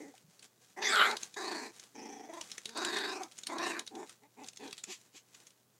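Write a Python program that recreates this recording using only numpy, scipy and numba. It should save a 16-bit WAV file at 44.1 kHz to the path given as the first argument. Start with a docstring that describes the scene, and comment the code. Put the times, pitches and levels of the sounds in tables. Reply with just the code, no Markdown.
"""Young puppies tussle on a plastic sheet in a small, quiet room, over faint air noise and mains hum.
A short growl opens the scene: uneven vocal-fold pulses excite the moving resonances of throat and mouth.
The sheet rustles by friction, bodies bump softly, and creases buckle under paws with a snap.
From 0.8 s come longer growls that throb about 25 times a second; after 3.9 s they are brief again.
Near 5 s a puppy huffs, forcing turbulent air through its nose."""
import sys
import numpy as np
from scipy import signal
from scipy.fft import rfft, irfft
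from scipy.io import wavfile
from scipy.ndimage import uniform_filter1d
from numba import njit

SR = 44100
rng = np.random.default_rng(int(sys.argv[2]) if len(sys.argv) > 2 else 0)


def wav_out(sig):
    """Save sig, one row per channel (or a flat mono array), as 16-bit PCM at SR to the path in sys.argv[1]."""
    wavfile.write(sys.argv[1], SR, np.round(np.clip(np.atleast_2d(sig).T, -1, 1) * 32767).astype(np.int16))


N = 255334
TIME = np.arange(N) / SR


def undb(db):
    """Level in decibels to amplitude ratio."""
    return 10 ** (np.asarray(db) / 20)


def unit(x):
    """Normalisation to rms 1."""
    return x / np.sqrt(np.mean(x ** 2))


def steady(x, span_s=0.13):
    """Division by the running rms holds the short-term level constant."""
    size = int(span_s * SR)
    return x / np.sqrt(uniform_filter1d(uniform_filter1d(x ** 2, size), size) + 1e-18)


def curves(rows):
    """Linear interpolation of each column over the times in the first."""
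    times, *columns = np.transpose(rows)
    return [np.interp(TIME, times, column) for column in columns]


def walk(rate):
    """Random modulation: straight lines between `rate` Gaussian values a second."""
    knots = rng.standard_normal(4096)
    return 0.51 * np.interp(TIME * rate, np.arange(len(knots)), knots)


def swells(rows):
    """Envelope of rounded peaks with exponential flanks, one per (t/s, level/dB, half length/s)."""
    return sum(undb(db) * np.exp(1 - np.hypot(1, (TIME - s) / half_s)) for s, db, half_s in rows)


def colour(x, points, size=1024):
    """Minimum-phase filter of unit power with the outline (f/Hz, level/dB)."""
    hz, db = np.transpose(points)
    grid = np.maximum(np.arange(size // 2 + 1) * SR / size, 1)
    cepstrum = irfft(np.log(undb(np.interp(np.log(grid), np.log(hz), db))))
    cepstrum[1:size // 2] *= 2
    cepstrum[size // 2 + 1:] = 0
    response = irfft(np.exp(rfft(cepstrum)))
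    return signal.fftconvolve(x, response / np.linalg.norm(response))[:len(x)]


@njit
def svf(x, tuning, damping):
    """State-variable band-pass: two integrators in a loop form a tunable damped oscillator."""
    y, band, low = np.empty(len(x)), 0., 0.
    for i in range(len(x)):
        g, k = tuning[i], damping[i]
        v = (band + g * (x[i] + 1e-18 - low)) / (1 + g * (g + k))
        band, low, y[i] = 2 * v - band, low + 2 * g * v, k * v
    return y


def ring(x, hz, width_hz):
    """Second-order resonance with gain 1 at its centre."""
    hz = np.minimum(hz, SR / 3) * np.ones(len(x))
    return svf(x, np.tan(np.pi * hz / SR), width_hz / hz)


def formant(x, hz, width_hz, skirt_hz):
    """Three resonances in cascade give a sharp tip and steep skirts, held at a steady level."""
    return steady(ring(ring(ring(x, hz, width_hz), hz, skirt_hz), hz, skirt_hz))


# spectrum of the room air: f/Hz, level/dB
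AIR_SPECTRUM = [(35, -63.5), (60, -19.5), (112, -10), (171, -3.5), (433, -8.5), (585, -11), (705, -12),
                (2250, -22), (9740, -22), (15500, -21)]


def background(hum_hz=121, hum_db=-80, air_db=-71.5):
    """Superposition of a mains tone, wavering in level, and the broadband noise of the room air."""
    hum = np.sqrt(2) * np.sin(2 * np.pi * hum_hz * TIME) * undb(hum_db + 1.1 * walk(1.8))
    return hum + undb(air_db) * colour(rng.standard_normal(N), AIR_SPECTRUM)


# growls: t/s, length/s, chest level/dB, level change/dB, attack/s, release/s, first, middle and last f/Hz,
# throb rate/Hz, its slowing/(Hz/s), throb depth/1, pitch swing in a throb/1
GROWL_GESTURES = [(0, 0.16, -45.5, -24, 0.0014, 0.058, 292.6, 278.3, 255, 16.7, 1, 0.046, 0.15),
                  (0.762, 0.43, -48, 0.5, 0.058, 0.06, 399.2, 431, 417, 24.8, 0, 0.27, 0.13),
                  (1.361, 0.38, -49, -2.5, 0.0076, 0.076, 384.8, 315, 175, 27.5, 0, 0.46, 0.27),
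                  (1.945, 0.34, -52, -6, 0.0085, 0.0057, 255.4, 254.2, 262.5, 29.2, 7.5, 0.52, 0.36),
                  (2.283, 0.16, -56, -7.5, 0.0083, 0.024, 291, 321.2, 286, 24.4, 0, 0.74, 0.26),
                  (2.654, 0.097, -64.5, 3.5, 0.015, 0.011, 224, 220.3, 235, 9.9, 2, 0.0085, 0.089),
                  (2.745, .555, -45.5, -7, .04, 0.076, 305.1, 360.1, 320.4, 30.2, 16, 0.32, 0.42),
                  (3.482, 0.388, -46.5, -6, 0.02, 0.09, 285.1, 315.1, 304.6, 28.6, 0.5, 0.37, 0.34),
                  (3.905, .17, -57.5, 16.5, 0.013, 0.077, 270.2, 346, 330.6, 22.7, -0.5, 0.0034, 0.4),
                  (4.214, 0.08, -65, -7, 0.0198, 0.032, 271, 274, 260, 12, -3, 0, 0.21),
                  (4.366, 0.11, -54.5, -4, 0.027, 0.027, 263.2, 277, 253.7, 25.2, -2.5, 0.2, 0.14),
                  (4.592, 0.15, -48, -10, 0.038, 0.058, 254.5, 265, 229.5, 8.8, 0.5, 0.095, 0.2),
                  (4.867, 0.08, -58, 0.5, 0.025, 0.041, 349, 343.2, 326.6, 9.5, 0, 0, 0.2),
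                  (5.14, 0.034, -61, 2, 0.019, 0.027, 340, 329, 332, 12.4, 1.5, 0, 0.39)]
# unevenness of vocal-fold closure, low where a growl clears into a tone: t/s, roughness/1
FOLD_ROUGHNESS = [(.1, .35), (.8, .5), (1, .7), (1.37, .3), (1.42, .4), (1.5, .58), (2.22, .65), (2.3, .15),
                  (2.7, .15), (2.78, .6), (3, .58), (3.2, .3), (3.5, .55), (4, .8), (4.25, .35), (4.42, .3),
                  (4.65, .55)]


def larynx(arch_db=5, pitch_sag=.3, gurgle_db=3.2, gurgle_pitch=.08):
    """Amplitude and frequency modulation: level and pitch follow effort, throbbing pressure and flutter."""
    rows = np.array(GROWL_GESTURES)
    current = np.maximum(np.searchsorted(rows[:, 0], TIME, "right") - 1, 0)
    (start, length, db, fade_db, attack, release,
     first_hz, middle_hz, last_hz, rate, slowing, depth, swing) = rows[current].T
    rough, = curves(FOLD_ROUGHNESS)
    age = TIME - start
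    progress = np.clip(age / length, 0, 1)
    effort = np.clip(age / attack, 0, 1) ** .6 * np.clip((length - age) / release, 0, 1) ** 1.5
    gain = effort * undb(db + fade_db * progress + arch_db * np.sin(np.pi * progress))
    # throbs vary in timing and depth; each peaks early and then sags
    cycle = ((rate - slowing * age / 2) * age + .1 * walk(12)) % 1
    swell = np.sin(np.pi * cycle ** .72) - 2 / np.pi
    throb = np.maximum(1 + np.pi / 2 * depth * swell * (1 + 0.5 * walk(24)), 0)
    edge_hz = np.where(progress < .5, first_hz, last_hz)
    tune = middle_hz + np.abs(2 * progress - 1) * (edge_hz - middle_hz)
    hz = tune * (1 - pitch_sag * (1 - effort)) * (1 + swing * swell)
    gurgle = rough * walk(70)  # uneven flutter of the throat
    return gain * undb(gurgle_db * gurgle), throb, swell, hz * (1 + gurgle_pitch * gurgle), rough


@njit
def vocal_folds(hz, jitter, shimmer, chance):
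    """Irregular oscillation: a pulse per closure, varying in period (jitter) and strength (shimmer)."""
    pulses, phases, phase, cycle = np.zeros(len(hz) + 1), np.empty(len(hz)), 0., 0
    for i in range(len(hz)):
        step = hz[i] * np.exp(jitter[i] * chance[cycle, 0]) / SR
        phase += step
        if phase >= 1:
            phase, cycle = phase - 1, cycle + 1
            # alternating strong and weak closures add a subharmonic
            size = np.exp(shimmer[i] * (chance[cycle, 1] + .6 * (-1) ** cycle))
            pulses[i] += size * phase / step
            pulses[i + 1] += size * (1 - phase / step)
        phases[i] = phase
    return pulses[:-1], phases


def chest_voice(source, phase, core_db=-13, nose_db=6):
    """Low resonances plus the fundamental of the smooth airflow; a nasal resonance lifts a narrow band."""
    chest = steady(ring(ring(source, 400, 370), 290, 270)) + undb(core_db) * np.cos(2 * np.pi * phase)
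    chest = chest + undb(nose_db) * ring(chest, hz=429, width_hz=20)
    band = signal.butter(5, [195, 1150], "band", fs=SR, output="sos")
    return steady(signal.sosfilt(band, chest), span_s=0.0079)


# formants of the muzzle; in a wide snarl throat and mouth converge and grow loud: t/s;
# f/Hz of throat, mouth, cheek, lower teeth, upper teeth, lips;
# level/dB re the chest of throat, mouth, cheek, teeth, lips, hiss
MUZZLE_FORMANTS = [(.1, 720, 1990, 2170, 3400, 5800, 6340, -10, -15, -34, -39, -23, -20),
                   (.77, 730, 2000, 2150, 3500, 5330, 6150, 6.5, 4.5, -14, -24, -9, -9),
                   (.815, 790, 1920, 2270, 3530, 4930, 6100, 1, -6.5, -14, -13, -16, -19),
                   (.826, 897, 1900, 2680, 3520, 4770, 6000, 4.5, 6, 5, 5.5, 2, -15),
                   (.865, 950, 2000, 2110, 3700, 4920, 6030, 0.5, 11, -5, 9, 7.5, -7),
                   (.9, 1160, 1700, 2080, 3580, 4880, 7540, 0, 6.5, 8.5, 7.5, 2.5, -3),
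                   (.945, 1490, 1430, 2200, 3480, 4570, 7760, 5.5, 12, 0, 5.5, -2.5, -7),
                   (1.01, 1345, 1375, 2080, 3060, 3460, 7600, 8, 16, 10, 13.5, -10, -17),
                   (1.045, 1362, 1439, 2100, 3420, 4100, 7300, 5, 16, 10.5, 8, -8, -11),
                   (1.075, 1030, 1500, 1960, 3900, 4000, 6850, 6.5, 8, 7.5, 3.5, -17, -3),
                   (1.15, 837, 1550, 2120, 4300, 4340, 6660, 5, 0, -4, -10.5, -21, -14),
                   (1.38, 976, 1730, 1966, 3855, 5055, 6600, 1.5, 2, -13, -4, -6, -7.5),
                   (1.46, 973, 1770, 2406, 4100, 4340, 6200, 1, -5, -5, 0, -16, -7),
                   (1.53, 950, 1740, 2440, 4300, 4200, 6060, 0.5, -2.5, -11, -2, -19, -9.5),
                   (1.66, 933, 1820, 2180, 4400, 4820, 6000, -2.5, -4.5, -5.5, -6, -14, -7),
                   (1.96, 791.3, 1950, 2320, 3214, 6077, 5880, -3, -12, -10, -19, -7.5, -17.5),
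                   (2.2, 763, 1952, 2285, 3220, 6240, 5800, -0.5, -12, -15, -14.5, -10, -16),
                   (2.3, 679.3, 1957, 2198, 3360, 5750, 5800, 4, -9, -13.5, -18, -15, -24),
                   (2.38, 980, 2020, 2200, 3650, 4750, 6350, 7.5, -3.5, -12, -8, -8, -10),
                   (2.43, 968, 1944, 2250, 3705, 4800, 6320, 3, -19, -17, -18, -12, -16),
                   (2.66, 890, 1500, 2500, 3760, 4700, 6200, -18, -26, -24, -22, -22, -22),
                   (2.73, 940, 1444, 2552, 3740, 4700, 6250, -2, -7, -16, 0, -11, -22),
                   (2.77, 980, 1420, 2569, 3733, 4690, 6204, 5.5, -0.5, -11, 1, -9, -12),
                   (2.85, 1016, 1570, 2520, 3770, 4930, 6450, -0.5, 1.5, -11, -2, -10, -9.5),
                   (2.93, 990, 1730, 2535, 3732, 4336, 7540, -1.5, 1.5, -9, 2.5, -19, -7.5),
                   (3.05, 961.2, 1650, 2522, 3750, 4440, 7627, -1.5, 3.5, -9.5, 1, -25, -12.5),
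                   (3.12, 1014, 1733, 2506, 3840, 4947, 6200, -1.5, -3, -5, 0.5, -18, -9),
                   (3.16, 852.3, 1258, 2387, 4200, 5040, 5700, 2.5, -5.5, -4.5, -10, -6, -8),
                   (3.22, 742, 1167, 2272, 4545, 5420, 6430, 2, -3, -10.5, -19, -15, -17),
                   (3.48, 870, 1410, 2090, 3700, 4555, 6665, 1, -6, -4, -11, -23, -15),
                   (3.535, 900, 1390, 2100, 3740, 4564, 6600, 4, -9, -8.5, -12, -19, -9),
                   (3.58, 982, 1600, 2500, 3830, 4448, 6415, 1, -6.5, -14, -15.5, -22, -28),
                   (3.635, 1061, 1845, 2620, 3970, 4225, 5402, 4, 1.5, -1.5, -1, -4.5, -9),
                   (3.69, 975, 1854, 2631, 3950, 4118, 5540, 2, 0, -2.5, -4, -13, -1.5),
                   (3.78, 1100, 1624, 2320, 3909, 4702, 6514, -2, 2.5, -3, -10, -25, -18),
                   (3.92, 745.5, 1820, 2154, 3500, 5782, 6966, -3, -24, -27, -30, -31, -23),
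                   (4.04, 850, 1795, 2120, 3647, 5805, 7050, -1.5, -13.5, -14, -19, -20, -14.5),
                   (4.4, 819.4, 2210, 2380, 3687, 5780, 6715, -1.5, -13.5, -14.5, -25, -24, -23),
                   (4.65, 893, 1790, 2521, 3486, 4210, 6500, -6.5, -13.5, -13.5, -11.5, -22, -22)]


def growls(jitter=.145, shimmer=.4, quiver=.015, wander=0.069, lip_flap=.07):
    """Source-filter principle: fold pulses and breath excite formants that move with jaw and lips."""
    gain, throb, swell, hz, rough = larynx()
    *centres, throat_db, mouth_db, cheek_db, teeth_db, lips_db, hiss_db = curves(MUZZLE_FORMANTS)
    # the soft muzzle quivers with each throb, and every resonance wanders a little
    throat_hz, mouth_hz, cheek_hz, lower_hz, upper_hz, lips_hz = (
        centre * (1 + quiver * swell + wander * walk(30)) for centre in centres)
    pulses, phase = vocal_folds(hz, jitter * rough, shimmer * rough, rng.standard_normal((8192, 2)))
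    pulses = steady(pulses)
    # air escapes once a cycle and carries more of the treble than of the bass
    air = steady(rng.standard_normal(N) * np.exp(-phase / 1.1))
    dark, warm, bright = (pulses + share * rough * air for share in (.25, .7, 1.4))
    rattle = undb(-4.5) * rough * formant(air, 263.5, 110, 190)  # the loose throat
    throat = steady(formant(warm, throat_hz, 200, 320) + undb(-0.5) * formant(warm, 604, 300, 650))
    spit = undb(-24.5) * formant(air, 11270, 3500, 3700)  # hiss of the open jaws
    mouth = formant(bright, mouth_hz, 300, 800) + spit
    cheek = formant(bright, cheek_hz, 278.5, 750)
    teeth = steady(formant(bright, lower_hz, 220, 900) + undb(-1.5) * formant(bright, upper_hz, 480, 1900))
    lips = formant(bright, lips_hz * (1 + lip_flap * (throb - 1)), 630, 2700)
    hiss = formant(air, 6930, 3200, 11000)
    low = chest_voice(dark, phase) + rattle + undb(throat_db) * throat
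    middle = undb(mouth_db) * mouth + undb(cheek_db) * cheek + undb(teeth_db) * teeth
    high = undb(lips_db) * lips + undb(hiss_db) * hiss
    return gain * (throb * (low + high) + throb ** 0.45 * middle)


# the sheet sliding under the puppies: t/s, level/dB, half length/s
SHEET_SLIDES = [(.05, -67.5, 0.11), (.3, -88, 0.04), (.44, -64, 0.023), (.62, -64.5, 0.012),
                (.72, -72, 0.041), (1.2, -57, 0.04), (1.275, -59.5, 0.026), (1.8, -60.5, 0.056),
                (2.42, -57, 0.045), (2.65, -67.5, 0.095), (3.36, -63, 0.099), (4.1, -56, 0.021),
                (4.46, -66, 0.028), (4.68, -67, 0.063), (5, -71, 0.033), (5.39, -65.5, 0.047)]
# spectrum of the sliding hiss: f/Hz, level/dB
FRICTION_SPECTRUM = [(88, -36), (150, 0.5), (708, -4.5), (930, -4.5), (1400, -4.5), (1540, -2.5),
                     (2550, -8.5), (5130, -6), (7000, -2.5), (14100, -21.5), (15500, -22)]


def rustle(crackles_per_s=420, spread_db=3, crackle_db=-1.5, contact_db=-75.5):
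    """Friction noise: fur and paws, never quite still, drag over plastic whose tiny creases give way."""
    grains = (rng.random(N) < crackles_per_s / SR) * rng.standard_normal(N)
    grains *= undb(spread_db * np.minimum(rng.exponential(size=N), 3))
    crackles = unit(colour(grains, CREASE_SPECTRUM))
    friction = unit(colour(rng.standard_normal(N), FRICTION_SPECTRUM) + undb(crackle_db) * crackles)
    # a paw loads the sheet just before each snap
    crinkles = swells([(s - 0.0027, db - 44.5, 0.019) for s, db, *_ in CREASE_SNAPS])
    return friction * (undb(contact_db) + swells(SHEET_SLIDES) + crinkles) * undb(6.1 * walk(31))


# soft impacts of paws and bodies: t/s, level/dB, f/Hz
BODY_BUMPS = [(.14, -51.5, 766), (0.241, -57.5, 159), (0.281, -59.5, 169), (4.877, -55.5, 200)]


def bumps(rise_cycles=1.44):
    """Damped oscillation: each soft impact builds up and dies away within a few swings."""
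    out = 0
    for s, db, hz in BODY_BUMPS:
        t = np.maximum(TIME - s, 0)
        rise = hz * t / rise_cycles
        out = out + undb(db) * rise * np.exp(1 - rise) * np.sin(2 * np.pi * hz * t)
    return out


# creases that snap under a paw: t/s, relative level/dB, f/Hz, 60 dB decay time/s
CREASE_SNAPS = [(0.1796, -49.5, 2750, 0.02), (0.394, -46.5, 4460, 0.041), (0.4276, -44, 2959, 0.045),
                (0.9564, -28.5, 3487, .012), (1.112, -26.5, 4000, 0.03), (1.169, -28, 4150, 0.018),
                (1.2318, -27, 7000, 0.013), (1.342, -39, 3980, 0.025), (1.7969, -38.5, 6614, 0.042),
                (2.337, -43, 3435, 0.041), (2.4129, -30, 2995, 0.017), (2.505, -43.5, 2220, 0.012),
                (2.5165, -31, 3940, 0.035), (2.5809, -31, 1890, 0.027), (2.657, -27.5, 3900, 0.018),
                (2.6927, -36, 1881, 0.027), (2.7746, -28.5, 4337, 0.042), (2.8491, -23.5, 3900, 0.034),
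                (2.9689, -30, 3504, 0.027), (2.987, -30.5, 3540, 0.028), (3.234, -33, 6200, 0.026),
                (3.3212, -45, 3376, 0.034), (3.3803, -41, 6240, .012), (3.3871, -34, 6926, 0.03),
                (3.4348, -34, 3730, 0.032), (3.47, -25.5, 4260, 0.029), (3.5841, -31, 4000, 0.033),
                (3.7943, -26.5, 4050, 0.016), (3.866, -40, 6156, .015), (3.8763, -33, 4074, 0.018),
                (3.9533, -40.5, 3518, 0.03), (4.095, -40, 2480, .025), (4.436, -47, 6140, .015),
                (4.444, -42, 4004, 0.029), (4.464, -46, 6770, .012), (4.475, -44, 6470, .012),
                (4.486, -33.5, 6760, 0.012), (4.5335, -48, 3035, 0.011), (4.561, -46.5, 6970, 0.018),
                (4.5726, -37.5, 4300, 0.024), (4.6776, -41, 3977, 0.037), (4.71, -41, 3503, 0.034),
                (4.729, -32, 2450, 0.016), (4.78, -35.5, 3897, 0.1), (4.839, -29, 6750, 0.028),
                (5.014, -52, 6950, .012), (5.469, -43.5, 6670, 0.04), (5.506, -53, 3200, 0.0095)]
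# spectrum of a buckling crease: f/Hz, level/dB
CREASE_SPECTRUM = [(120, -10), (200, -6.5), (1010, -13), (2380, -2.5), (3010, -4), (3750, -1), (4840, -3.5),
                   (6590, -2), (11200, -11.5), (13400, -30), (15500, -26)]


def snaps(buckle_s=0.0022, tick_gap_s=.007, fold_hz=7000, lead_s=.02, size=8192):
    """Buckling: a crease gives way in a burst and rings out; smaller folds tick just before and after."""
    out = np.zeros(N + size)
    t = np.arange(size) / SR - lead_s
    for s, db, hz, t60 in CREASE_SNAPS:
        noise, crumple = rng.standard_normal((2, size))
        before, after, pitch = rng.uniform(.6, 1.4, 3)
        rise = np.exp(np.minimum(t, 0) / 0.0012)
        burst = np.exp(-np.maximum(t - buckle_s, 0) / 0.0008)
        tail = undb(-2) * np.exp(-np.log(1000) * np.maximum(t, 0) / t60)
        ticks = sum(undb(-15) * np.exp(-np.abs(t - lag * tick_gap_s) / 0.00027) for lag in (-before, after))
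        folding = 0.031 * crumple * np.abs(crumple) * np.exp(-np.maximum(t / 0.037, -t / 0.0014))
        blow = colour(noise * (rise * np.maximum(burst, tail) + ticks) + folding, CREASE_SPECTRUM)
        snap = blow + 2.17 * ring(blow, hz, 600) + 1.8 * ring(blow, fold_hz * pitch, 600)
        start = int((s - lead_s) * SR)
        out[start:start + size] += undb(db) * 6 * snap / np.linalg.norm(snap)
    return out[:N]


# puffs of air through a puppy's nose: t/s, level/dB, half length/s
NOSE_HUFFS = [(4.92, -44, 0.018), (5.171, -52, 0.013), (5.35, -51.5, 0.0033)]
# spectrum of a puff: f/Hz, level/dB
HUFF_SPECTRUM = [(350, -57.5), (600, -43), (1070, -2.5), (1360, -13), (2190, 1), (2370, 4), (4230, -1.5),
                 (4650, 1.5), (5040, -1.5), (7250, 4.5), (8750, -12.5), (11900, -14), (13300, -24),
                 (14200, -43.5), (15000, -34)]


def huffs():
    """Turbulence: air forced through the nose makes short swells of noise."""
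    return swells(NOSE_HUFFS) * colour(rng.standard_normal(N), HUFF_SPECTRUM)


def room(x, early_db=-10, late_db=-21, t60=0.075, size=16384):
    """Reverberation: early reflections from floor and furniture, then a short diffuse tail."""
    t = np.arange(size) / SR
    early, late = rng.standard_normal((2, size))
    early = unit(early * (t > .002) * np.exp(-t / 0.0097))
    late = unit(ring(late, 1000, 4600) * (t > .012) * np.exp(-np.log(1000) * t / t60))
    response = (undb(early_db) * early + undb(late_db) * late) / np.sqrt(size)
    return x + signal.fftconvolve(x, response)[:N]


def scene():
    """Superposition: puppies and sheet sound in the room over its background, in one channel."""
    direct = growls() + snaps() + bumps() + rustle() + huffs()
    return (room(direct) + background())[None]


def record(dry, bass_hz=70, top_hz=15800):
    """Band limiting: a phone microphone thins the bass and cuts the top steeply."""
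    thin = signal.sosfilt(signal.butter(1, bass_hz, "high", fs=SR, output="sos"), dry)
    return signal.sosfilt(signal.ellip(10, .2, 70, top_hz, fs=SR, output="sos"), thin)


dry = scene()
out = record(dry)
wav_out(out)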